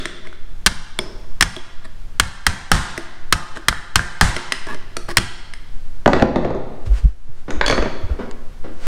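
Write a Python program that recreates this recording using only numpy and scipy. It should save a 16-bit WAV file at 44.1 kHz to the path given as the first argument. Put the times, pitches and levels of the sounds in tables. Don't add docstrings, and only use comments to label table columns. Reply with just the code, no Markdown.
import sys
import numpy as np
from scipy import signal
from scipy.fft import rfft, irfft
from scipy.io import wavfile
from scipy.ndimage import uniform_filter1d

SR = 44100
rng = np.random.default_rng(int(sys.argv[2]) if len(sys.argv) > 2 else 0)


def inscribe(sig):
    pcm = np.round(np.clip(np.atleast_2d(sig).T, -1, 1) * 32767)
    wavfile.write(sys.argv[1], SR, pcm.astype(np.int16))


N = 391150
AGE = np.arange(2 ** 14) / SR


def amp(db):
    return 10 ** (np.asarray(db) / 20)


def unit(x):
    return x / np.sqrt(np.mean(x ** 2) + 1e-20)


def blow_sized(x):
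    return x * np.sqrt(.003 * SR / np.sum(x ** 2))


def read(points, hz):
    f, value = np.transpose(points)
    return np.interp(np.log(hz + 1), np.log(f), value)


def add(mix, s, sound):
    start = round(s * SR)
    sound = sound[max(-start, 0):]
    part = mix[max(start, 0):][:len(sound)]
    part += sound[:len(part)]


def noise(spectrum, size):
    white = rfft(rng.standard_normal(size))
    gain = amp(read(spectrum, np.fft.rfftfreq(size, 1 / SR)))
    return unit(irfft(white * gain, size))


def burst(spectrum, t60, rise=.0001):
    envelope = (1 - np.exp(-AGE / rise)) * 1000 ** (-AGE / t60)
    return blow_sized(noise(spectrum, len(AGE)) * envelope)


def ring(modes, detune=0.013):
    out = 0
    for k, (hz, db, t60) in enumerate(modes):
        turns = hz * (1 + detune * rng.standard_normal()) * AGE
        mode = blow_sized(np.sin(2 * np.pi * turns) * 1000 ** (-AGE / t60))
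        out = out + (-1) ** k * amp(db) * mode
    return blow_sized(out)


def click(spectrum):
    gain = amp(read(spectrum, np.fft.rfftfreq(2 ** 9, 1 / SR)))
    pulse = np.fft.fftshift(irfft(gain)) * np.hanning(2 ** 9)
    return blow_sized(np.pad(pulse, (0, len(AGE) - len(pulse))))


def swell(s, rise, fall):
    t = np.arange(N) / SR - s
    return 2 * np.exp(-np.minimum(np.logaddexp(-t / rise, t / fall), 20))


# f/Hz, t60/s
ROOM_DECAY = [(80, 0.98), (300, 0.89), (700, 1), (1600, 0.95), (4000, 0.99), (8000, 0.67), (14000, 0.45)]


def room(x, wet_db):
    hz, t, z = signal.stft(rng.standard_normal(SR), SR, nperseg=256)
    decay = 1000 ** (-t / read(ROOM_DECAY, hz)[:, None])
    tail = signal.istft(z * decay, SR, nperseg=256)[1][:SR]
    age = np.arange(SR) / SR
    tail *= 1 - np.exp(-age / 0.0075)
    tail *= 1 + 1.12 * np.exp(-age / 0.037)
    return amp(wet_db) * signal.fftconvolve(x, tail / np.linalg.norm(tail))


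# f/Hz, relative level/dB per Hz
AIR_SPECTRUM = [(8, 55), (20, 39), (40, 28), (70, 0.5), (110, 14.5), (220, 7.5), (400, -0.5), (900, -3.5),
                (1600, -4.5), (2300, -9), (5000, -13), (10000, -20), (16000, -29.5)]


def background():
    t = np.arange(N) / SR
    hum = amp(-53) * np.sin(2 * np.pi * 81 * t)
    return amp(-27.5) * noise(AIR_SPECTRUM, N) + hum


# t/s, relative level/dB, ring f/Hz, steel relative level/dB, door knock relative level/dB
CHIP_SNAPS = [(0.0543, -13.5, 2020, -9.5, -5), (0.2703, -27, 2160, -19, -7), (0.327, -29, 1420, -27, -11.5),
              (1.5636, -18.5, 3340, -20, -2), (2.9761, -15, 1980, -13, -1), (3.57, -17, 1560, -25, -8),
              (3.7262, -7.5, 1400, -30.5, -33.5), (3.9924, -1, 1600, -33, -45.5),
              (4.3634, -7.5, 2040, -15, -7), (4.5206, -2, 2000, -15.5, -20.5), (4.667, -26.5, 1960, -14, 2),
              (4.7444, -30, 2060, -13, 3.5), (4.9665, -21.5, 1320, -10, -4.5),
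              (5.0856, -23.5, 1180, -34, -2), (5.178, -8, 3310, -13, -13), (5.1815, -11, 2080, -4, -4),
              (5.5354, -33, 2035, -4, -38.5)]
# nominal f/Hz, relative level/dB, t60/s
FRAME_MODES = [(836, 0, 0.027), (1119, 4, 0.016), (1251, -7.5, 0.085), (1670, 4, 0.032), (1900, 3, 0.018)]
# nominal f/Hz, relative level/dB, t60/s
STEEL_MODES = [(2600, -10.5, 0.012), (3197, 3, 0.018), (3940, -6.5, 0.0094), (4140, 3, 0.022),
               (5410, 2.5, 0.026), (6035, -6, 0.015), (7690, -5, 0.0074), (8040, -3, 0.023),
               (9010, 1, 0.021), (10900, -32, .015)]
# nominal f/Hz, relative level/dB, t60/s
DOOR_MODES = [(170, -2.5, 0.013), (261, -4, 0.089), (350.8, -0.5, 0.14), (410, -3, 0.047),
              (644.4, -4.5, 0.062)]
# f/Hz, relative level/dB per Hz
CRACK_SPECTRUM = [(200, -1), (700, -7), (1500, 9), (2500, 0), (5000, -3), (9000, -11.5), (11000, -17.5),
                  (16000, -37.5)]
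# f/Hz, relative level/dB per Hz
JAMB_SPECTRUM = [(150, -1), (450, -11), (650, -10.5), (850, 0.5), (1150, -3.5), (1600, 1), (2400, -11.5),
                 (3500, -11), (5300, -13), (7000, -14), (9000, -14), (10500, -25), (16000, -45)]


def chips():
    out = np.zeros(N)
    for s, db, hz, steel_db, door_db in CHIP_SNAPS:
        wood = amp(-22.5) * ring(FRAME_MODES, detune=.03) + amp(7.0) * ring([(hz, 0, .012)])
        steel = amp(steel_db + 15) * ring(STEEL_MODES, detune=0.028)
        crack = amp(steel_db + 19.0) * burst(CRACK_SPECTRUM, t60=0.016)
        knock = amp(door_db + 11.5) * ring(DOOR_MODES, detune=.04)
        near = wood + steel + crack + knock
        radiated = amp(-1.5) * near + amp(-7) * click(JAMB_SPECTRUM)
        add(out, s + 0.0013, amp(db - 17) * near)
        add(out, s + .0008, amp(db - 13.0) * room(radiated, wet_db=-12.5))
    earlier = click(CRACK_SPECTRUM) + amp(-2.5) * ring([(3438, 0, 0.016)]) + amp(1.0) * ring(DOOR_MODES)
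    add(out, -.07, amp(-14.5) * room(earlier, wet_db=-3.5))
    return out


# start t/s, end t/s, rms level/dB of the direct sound
SCRATCH_STROKES = [(0.243, 0.277, -46.5), (1.839, 1.867, -46), (3.55, 3.586, -39), (4.662, 4.756, -36),
                   (5.078, 5.129, -38.5)]


def scratches():
    out = np.zeros(N)
    for start, end, db in SCRATCH_STROKES:
        size = max(round((end - start) * SR), 2 ** 8)
        slips = rng.standard_normal(size) * (rng.random(size) < 1800 / SR)
        body = ring(FRAME_MODES) + amp(-16.5) * ring(STEEL_MODES)
        body += amp(-3.5) * burst(CRACK_SPECTRUM, t60=0.0015) + amp(-2) * ring(DOOR_MODES)
        pressure = np.sqrt(np.hanning(size))
        stroke = signal.fftconvolve(slips * pressure, body)
        stroke *= amp(db) / (np.std(stroke[:size]) + 1e-9)
        add(out, start, stroke)
        add(out, start, room(stroke, wet_db=-14.0))
    return out


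# t/s, relative level/dB, frame ring f/Hz, relative level/dB of that ring
HAMMER_BLOWS = [(0.662, -8, 1760, -4.5), (0.666, -16, 1610, 1.5), (1.409, -12, 1890, -1),
                (1.424, -6.5, 1560, -2), (2.198, -6.5, 1630, -6), (2.466, -0.5, 1920, 0.5),
                (2.716, 7.5, 1370, -1.5), (3.325, -4.5, 1270, 9), (3.684, -6.5, 1740, 8.5),
                (3.957, -1.5, 1680, 4), (4.211, 10, 1660, -3), (5.17, -5, 1630, -1.5)]
# f/Hz, relative level/dB per Hz
THUD_SPECTRUM = [(20, 6), (55, 6), (110, 0.5), (200, -3), (330, -23.5), (700, -27.5), (2000, -70)]
STEEL_DB, STEEL_LOSS_DB_PER_DB = -13.5, 0.94
THUD_DB, THUD_LOSS_DB_PER_DB = -1.5, 0.18


def blows():
    out = np.zeros(N)
    for s, db, hz, ring_db in HAMMER_BLOWS:
        steel_db = STEEL_DB - STEEL_LOSS_DB_PER_DB * db
        thud_db = THUD_DB - THUD_LOSS_DB_PER_DB * db
        wood = amp(-6.5) * ring(FRAME_MODES, detune=0.077) + amp(ring_db - 10.0) * ring([(hz, 0, .022)])
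        steel = amp(steel_db + 8) * ring(STEEL_MODES, detune=0.018)
        crack = amp(steel_db + 13.0) * burst(CRACK_SPECTRUM, t60=0.037, rise=0.00014)
        thud = amp(thud_db) * burst(THUD_SPECTRUM, t60=0.28, rise=0.0062)
        splits = rng.standard_normal(len(AGE)) * (rng.random(len(AGE)) < 300 / SR)
        splits *= 1000 ** (-AGE / 0.25)
        splinters = signal.fftconvolve(splits, click(CRACK_SPECTRUM))[:len(AGE)]
        near = wood + steel + crack + thud + amp(-18.5) * blow_sized(splinters)
        radiated = click(JAMB_SPECTRUM) + amp(-9) * near
        radiated += amp(ring_db - 9.5) * ring([(hz, 0, .005)])
        add(out, s + 0.00027, amp(db - 3.0) * near)
        add(out, s + .0003, amp(db - 3.5) * room(radiated, wet_db=-11.5))
    return out


# nominal f/Hz, relative level/dB, t60/s
TAP_MODES = [(2230, -2, 0.022), (3396, 1.5, 0.017), (4520, -9, 0.011), (5200, -12.5, 0.3),
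             (7740, -16, .008), (9020, -3, 0.0066)]
# f/Hz, relative level/dB per Hz
KNOCK_SPECTRUM = [(60, 6.5), (200, 0.5), (450, 5.5), (700, -1), (1200, -6.5), (2000, -29), (4000, -33),
                  (12000, -61)]


def light_tap():
    out = np.zeros(N)
    s = .9897
    steel = amp(-17.0) * ring(TAP_MODES, detune=0.0018) + amp(-24.0) * burst(CRACK_SPECTRUM, t60=0.0033)
    knock = amp(-28.5) * ring(DOOR_MODES, detune=0.071)
    knock += amp(-26.5) * burst(KNOCK_SPECTRUM, t60=0.063, rise=0.0019)
    bright = amp(-27.5) * ring([(5250, 0, 0.0067)])
    radiated = amp(-19.5) * steel + knock + amp(-33.5) * click(CRACK_SPECTRUM)
    add(out, s, steel + knock)
    add(out, s, room(bright, wet_db=-9.5))
    add(out, s, room(radiated, wet_db=-3.0))
    return out


# t/s, relative level/dB, boards relative level/dB, steel relative level/dB
LANDINGS = [(6.059, 2.5, -6, -32), (6.076, -1.5, -2, -14), (6.132, 7.5, -19, -26), (6.164, -8, -7, -34),
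            (6.197, -7, -17, -32), (6.222, 1.5, -0.5, -21.5), (6.358, -3, -0.5, -23),
            (6.447, -10.5, 0.5, -22), (6.504, -20, 5.5, -21), (6.548, -29, 9, -11),
            (7.505, -13.5, -19.5, -11), (7.611, 1.5, -32, -30), (7.662, -21.5, -25, 4.5),
            (7.68, -7, -21, -10), (7.698, -4, -15.5, -19), (7.71, -13, -15, -8), (7.725, -5, -15.5, -25),
            (7.778, -7.5, -11, -31), (7.824, -8.5, -15.5, -27), (7.857, -16, -5, -36)]
# nominal f/Hz, relative level/dB, t60/s
BOARD_MODES = [(157.6, -4.5, 0.17), (215, -1.5, 0.093), (273.6, 1.5, 0.092), (332, -4.5, 0.18),
               (378.4, 1.5, 0.12), (492, -3.5, 0.036), (536, -0.5, 0.1), (630, -1, 0.05), (826, -7, 0.019)]
# nominal f/Hz, relative level/dB, t60/s
LOOSE_STEEL_MODES = [(3380, 9, 0.057), (3530, -13, 0.045), (4450, 9, 0.03), (4320, -4, 0.16),
                     (5200, -12, .04), (5850, -8, 0.043), (6300, -0.5, 0.0133), (9400, -9.5, 0.056)]
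# f/Hz, relative level/dB per Hz
CLACK_SPECTRUM = [(100, -12), (400, 9), (900, 3), (1900, 5), (2800, -9), (4500, -13.5), (8000, -37),
                  (16000, -124)]
# f/Hz, relative level/dB per Hz
TICK_SPECTRUM = [(800, 6), (3000, 2), (6500, 0), (9000, -13.5), (16000, -58)]
CHISEL_RINGS_FROM_S = 7.65


def drops():
    out = np.zeros(N)
    for s, db, boards_db, steel_db in LANDINGS:
        boards = amp(boards_db + 5.5) * ring(BOARD_MODES, detune=0.017)
        boards += amp(boards_db + 5.0) * burst(KNOCK_SPECTRUM, t60=0.064, rise=0.0015)
        clack = burst(CLACK_SPECTRUM, t60=0.014, rise=0.00028)
        clack += amp(-10.5) * burst(CLACK_SPECTRUM, t60=0.033)
        tick = amp(steel_db - 0.5) * burst(TICK_SPECTRUM, t60=0.018)
        steel = amp(steel_db + 0.5) * ring(LOOSE_STEEL_MODES, detune=.016)
        steel *= s > CHISEL_RINGS_FROM_S
        wood = boards + amp(-8) * clack + tick
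        add(out, s + .0008, amp(db - 8.5) * (wood + steel))
        add(out, s + .0008, amp(db - 7.5) * room(wood + amp(-1.5) * steel, wet_db=-5.5))
    return out


# t/s, level/dB, thump f/Hz
CAMERA_BUMPS = [(6.874, -25.5, 87), (6.913, -14, 46), (7.052, -7.5, 48.3), (7.055, -22, 133),
                (7.294, -36.5, 110), (7.58, -29, 50.05), (7.67, -26.5, 40), (7.79, -23, 44.75),
                (8.041, -27.5, 85), (8.112, -20.5, 62)]
# f/Hz, relative level/dB per Hz
RUMBLE_SPECTRUM = [(10, -18), (30, 1), (50, 15.5), (90, -16), (200, -21), (500, -30.5), (2000, -60)]
# t/s of the firm touch, level/dB, rise/s, fall/s
FINGER_BRUSHES = [(6.861, -51.5, 0.0035, 0.014), (6.985, -48.5, 0.033, 0.015), (7.07, -54, 0.023, 0.038),
                  (7.38, -61, 0.024, 0.032), (8.86, -46.5, 0.031, 0.047)]
# f/Hz, relative level/dB per Hz
RUSTLE_SPECTRUM = [(200, 5.5), (1500, 7), (4000, -1), (9000, -8), (11000, -21.5), (16000, -24)]
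BUMP_RISE_CYCLES, BUMP_FALL_CYCLES = 0.31, 1


def handling():
    t = np.arange(N) / SR
    rumble = noise(RUMBLE_SPECTRUM, N)
    rumble /= np.sqrt(uniform_filter1d(rumble ** 2, 2 ** 11))
    out = np.zeros(N)
    for s, db, hz in CAMERA_BUMPS:
        thump = np.cos(2 * np.pi * hz * (t - s)) + amp(-11.5) * rumble
        out += amp(db) * swell(s, BUMP_RISE_CYCLES / hz, BUMP_FALL_CYCLES / hz) * thump
    touch = sum(amp(db) * swell(s, rise, fall) for s, db, rise, fall in FINGER_BRUSHES)
    return out + touch * noise(RUSTLE_SPECTRUM, N)


# t/s, relative level/dB
FOOTSTEPS = [(7.271, -47.5), (7.479, -24.5), (8.093, -33.5), (8.188, -24.5), (8.639, -31.5)]
# f/Hz, relative level/dB per Hz
SCUFF_SPECTRUM = [(100, 0), (250, 13), (500, 6), (800, -1.5), (1600, -7), (2500, -16), (5000, -26),
                  (12000, -54)]


def steps():
    out = np.zeros(N)
    for s, db in FOOTSTEPS:
        tread = amp(db) * burst(SCUFF_SPECTRUM, t60=0.19, rise=0.00367)
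        add(out, s, tread)
        add(out, s, room(tread, wet_db=-1))
    add(out, 8.312, amp(-41.5) * burst(TICK_SPECTRUM, t60=0.005))
    return out


def scene():
    trimming = chips() + scratches() + blows() + light_tap()
    aftermath = drops() + handling() + steps()
    return (background() + trimming + aftermath)[None]


def record(dry, max_gain_db=9, ceiling_db=-4, recovery_db=17, attack=0.00087, start_db=-3):
    power = abs(uniform_filter1d(dry[0] ** 2, 2 ** 7, origin=2 ** 6 - 1))
    level_db = 10 * np.log10(power + 1e-12)
    level_db[0] = start_db
    fall = np.arange(N) * recovery_db / SR
    held_db = np.maximum.accumulate(level_db + fall) - fall
    wanted_db = np.minimum(ceiling_db - held_db, max_gain_db)
    r = np.exp(-1 / (attack * SR))
    gain_db = signal.lfilter([1 - r], [1, -r], wanted_db)
    driven = dry * amp(gain_db)
    clipped = driven / (1 + (driven / .96) ** 6) ** (1 / 6)
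    lowpass = signal.firwin(255, 15900, window=("kaiser", 9), fs=SR)
    return signal.oaconvolve(clipped, lowpass[None], "same")


dry = scene()
out = record(dry)
inscribe(out)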